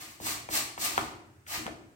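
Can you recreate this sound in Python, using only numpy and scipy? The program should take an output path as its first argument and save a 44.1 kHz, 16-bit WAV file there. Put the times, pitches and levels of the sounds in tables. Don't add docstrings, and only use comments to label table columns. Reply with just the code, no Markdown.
import sys
import numpy as np
from scipy import signal
from scipy.fft import rfft, irfft
from scipy.io import wavfile

SR = 44100
rng = np.random.default_rng(int(sys.argv[2]) if len(sys.argv) > 2 else 0)


def digitize_waveform(pressure):
    field = np.atleast_2d(pressure).T
    bounded = np.clip(field, -1, 1)
    quanta = np.round(bounded * 32767).astype(np.int16)
    wavfile.write(sys.argv[1], SR, quanta)


N = 85995
TIME, BIN_HZ = np.arange(N) / SR, np.fft.rfftfreq(N, 1 / SR)


def from_db(db):
    return 10 ** (np.asarray(db) / 20)


def rms_one(x):
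    return x / np.sqrt(np.mean(x ** 2) + 1e-20)


def at_hz(points, hz):
    points = np.array(points)
    return np.interp(np.log(np.maximum(hz, 1)), np.log(points[:, 0]), points[:, 1])


def coloured(x, spectrum):
    return rms_one(irfft(rfft(x) * from_db(at_hz(spectrum, BIN_HZ)), N))


def butter(x, hz, kind, order=2):
    return signal.sosfilt(signal.butter(order, hz, kind, fs=SR, output="sos"), x + 1e-18)


def ring(x, hz, t60_s):
    radius, angle = from_db(-60 / (t60_s * SR)), 2 * np.pi * hz / SR
    return signal.lfilter([0, np.sin(angle)], [1, -2 * radius * np.cos(angle), radius ** 2], x + 1e-18)


def click(start_s, level_db):
    return from_db(level_db) * (np.arange(N) == int(start_s * SR))


def grains(per_s, spread_db=0):
    sizes = from_db(spread_db * np.minimum(rng.exponential(1, N), 5))
    return sizes * rng.choice([-1, 1], N) * (rng.random(N) < per_s / SR)


# start_s, rise_s, hold_s, release_s, tear_db, hiss_db, drone_db
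STROKES = [(-0.03, 0.023, 0.01, 0.072, -48.5, -46, -61.5), (0.189, 0.094, 0.018, 0.038, -40.5, -37, -65.5),
           (0.484, 0.062, 0.026, 0.028, -36.5, -33, -58), (0.771, 0.067, 0.019, 0.039, -37.5, -34, -53),
           (0.91, 0.025, 0.086, 0.042, -47, -51, -61), (1.454, 0.089, 0.0028, 0.031, -38, -38, -60)]


def stroke_envelope(levels_db, lag_s=0):
    envelope = 0
    for (start_s, rise_s, hold_s, release_s, *_), level_db in zip(STROKES, levels_db):
        age = TIME - start_s - lag_s
        swell = np.sin(np.pi / 2 * np.clip(age / rise_s, 0, 1)) ** 2
        decay = np.exp(-np.maximum(age - rise_s - hold_s, 0) / release_s)
        envelope += from_db(level_db) * swell * decay
    return envelope


# frequency_hz, density_db
TEAR_SPECTRUM = [(60, -16), (130, -13), (200, -22), (330, -7), (480, -12), (600, -5), (720, 0), (900, -2),
                 (1180, 1), (1500, -5), (2000, 0), (3000, -2), (3500, -7), (4500, -4), (8000, -14),
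                 (14000, -28)]
HISS_SPECTRUM = [(400, -40), (1500, -20), (3000, -6), (3500, -6), (4400, 0), (6000, -1), (8200, 1.2),
                 (9200, -2), (10200, -6.5), (12300, -3), (15000, -4.5)]
# pitch_hz, relative_level_db, t60_s
SHEET_MODES = [(1228, -27, .1), (2450, -25, .08), (4450, -20, .06), (8115, -22, .06)]


def rasp():
    tear_db, hiss_db = np.transpose(STROKES)[4:6]
    catch = rms_one(butter(rng.standard_normal(N), 44.5, "low"))
    tear_flutter, hiss_flutter = from_db(1.5 * catch), from_db(3.5 * catch)
    tear = coloured(grains(per_s=1500), TEAR_SPECTRUM) * stroke_envelope(tear_db, lag_s=0.0027)
    hiss = coloured(grains(per_s=6000), HISS_SPECTRUM) * stroke_envelope(hiss_db, lag_s=-0.0038)
    cutting = tear * tear_flutter + hiss * hiss_flutter
    sheet = sum(from_db(db) * rms_one(ring(cutting, hz, t60_s)) for hz, db, t60_s in SHEET_MODES)
    return cutting + np.std(cutting) * sheet


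# pitch_hz, gain_db, t60_s
FRAME_MODES = [(77, -14, .25), (103, -10, .18), (131, -7, .18), (157, -12, .15), (245, 1, .1),
               (318, 8, .075), (346, 1, .1)]


def frame():
    drone_db, thud_lag_s = np.transpose(STROKES)[-1], 0.007
    drag = from_db(-24) * rng.standard_normal(N) * stroke_envelope(drone_db)
    blows = sum(click(start_s + thud_lag_s, thud_db) for start_s, *_, thud_db in KNOCKS)
    force = butter(blows + drag, 420, "low", order=4)
    return sum(from_db(db) * ring(force, hz, t60_s) for hz, db, t60_s in FRAME_MODES)


# frequency_hz, correlation
EAR_CORRELATION = [(80, 0.98), (160, 0.93), (300, 0.5), (600, 0.98), (1100, -0.19), (3000, 0.014),
                   (12000, -0.016)]


def diffuse_noise():
    correlation = at_hz(EAR_CORRELATION, BIN_HZ)
    mid, side = rfft(rng.standard_normal((2, N)))
    mid_gain, side_gain = np.sqrt((1 + correlation) / 2), np.sqrt((1 - correlation) / 2)
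    return irfft(mid_gain * mid + side_gain * side * [[1], [-1]], N)


# frequency_hz, density_db
BACKGROUND_SPECTRUM = [(25, 1), (45, -21.5), (75, 6), (125, 7), (190, -9), (330, -3.5), (550, -22),
                       (1500, -11.5), (4000, -26.5), (8000, -22), (11000, -30), (14000, -29)]


def background():
    return from_db(-60) * coloured(diffuse_noise(), BACKGROUND_SPECTRUM)


# frequency_hz, t60_s
ROOM_T60 = [(100, 1), (300, 1), (1000, 0.56), (2500, .58), (5000, 0.51), (9000, 0.46), (15000, 0.27)]
# frequency_hz, gain_db
ROOM_COLOUR = [(100, 0), (190, -2), (350, 0), (650, 0), (1200, 1), (2300, 1), (4300, 0), (12000, 0)]


def kitchen_response():
    gap_s = build_s = 0.00067
    build_up = 1 - np.exp(-np.maximum(TIME - gap_s, 0) / build_s)
    early_boost = 1 + from_db(-0.5) * np.exp(-TIME / 0.016)
    noise_spectrum = rfft(diffuse_noise())
    centres_hz = np.geomspace(100, 15000, 9)
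    response = 0
    for centre_hz, one_band in zip(centres_hz, np.eye(len(centres_hz))):
        share = np.interp(BIN_HZ, centres_hz, one_band)
        decay = from_db(-60 * TIME / at_hz(ROOM_T60, centre_hz))
        band = irfft(noise_spectrum * share, N) * build_up * early_boost * decay
        band *= np.sqrt(2 * np.mean(share ** 2) / np.sum(band ** 2))
        response += band * from_db(at_hz(ROOM_COLOUR, centre_hz))
    return response


def in_kitchen(x, direct_db, room_db, right_lag_s=0.00034):
    direct = np.array([x, np.interp(TIME - right_lag_s, TIME, x)])
    echoes = signal.fftconvolve(x[None], kitchen_response(), axes=1)[:, :N]
    return from_db(direct_db) * direct + from_db(room_db) * echoes


# start_s, level_db, pitch_hz, crack_relative_db, thud_db
KNOCKS = [(0.2011, -35.5, 670, -11, -41.5), (0.268, -29, 970, -17, -44.5), (0.4882, -29.5, 760, -9, -40.5),
          (0.7777, -30, 890, -9, -45.5), (0.941, -41, 920, -10, -64), (0.9784, -14, 980, -4.5, -37.5),
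          (1.569, -61, 400, -2, -39.5), (1.659, -26.5, 218, -30, -43), (1.6652, -29, 1060, 0.5, -62),
          (1.6786, -26, 570, -13, -61.5)]
# pitch_hz, gain_db, t60_s
BOWL_MODES = [(392, -18.5, 0.08), (597, -23, 0.13), (680, -23.5, .08), (809.5, -35, 0.24), (975, -41.5, .1),
              (1168, -34, 0.069), (1762, -17, 0.049), (2430, -30, 0.043)]


def knocks():
    edge_ratio, crack_lag_s = 1.472, 0.0007
    clack = sum(butter(click(start_s, db), [hz / edge_ratio, hz * edge_ratio], "band", order=3)
                for start_s, db, hz, *_ in KNOCKS)
    force = sum(click(start_s, db) for start_s, db, *_ in KNOCKS)
    bowl = sum((-1) ** k * from_db(db) * ring(force, hz, t60_s)
               for k, (hz, db, t60_s) in enumerate(BOWL_MODES))
    snap = sum(click(start_s + crack_lag_s, db + crack_db) for start_s, db, _, crack_db, _ in KNOCKS)
    crack = butter(snap, [1590, 3800], "band", order=3)
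    tick = butter(snap, 8200, "low")
    return from_db(32) * clack + bowl + from_db(18.5) * crack + from_db(10.5) * tick


# start_s, level_db
LANDINGS = [(0.49, -42), (0.78, -40), (1.465, -41.5)]


def crunches(decay_s=0.003):
    envelope = sum(from_db(db) * (TIME >= start_s) * np.exp(-np.abs(TIME - start_s) / decay_s)
                   for start_s, db in LANDINGS)
    return envelope * rms_one(butter(rng.standard_normal(N), [1350, 2600], "band"))


def scene():
    spots, left_louder_db = 3, 1.0
    grating = sum(in_kitchen(rasp(), direct_db=-5, room_db=3) for _ in range(spots)) / np.sqrt(spots)
    impacts = in_kitchen(knocks() + crunches(), direct_db=0, room_db=-2.5)
    drone_and_thuds = in_kitchen(frame(), direct_db=-8.5, room_db=0)
    balance = from_db([[left_louder_db / 2], [-left_louder_db / 2]])
    return (grating + impacts + drone_and_thuds) * balance + background()


def record(dry):
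    low_cut_hz, high_cut_hz = 55, 15900
    thinned = butter(dry, low_cut_hz, "high", order=3)
    return signal.sosfilt(signal.ellip(12, 0.1, 80, high_cut_hz, fs=SR, output="sos"), thinned)


dry = scene()
out = record(dry)
digitize_waveform(out)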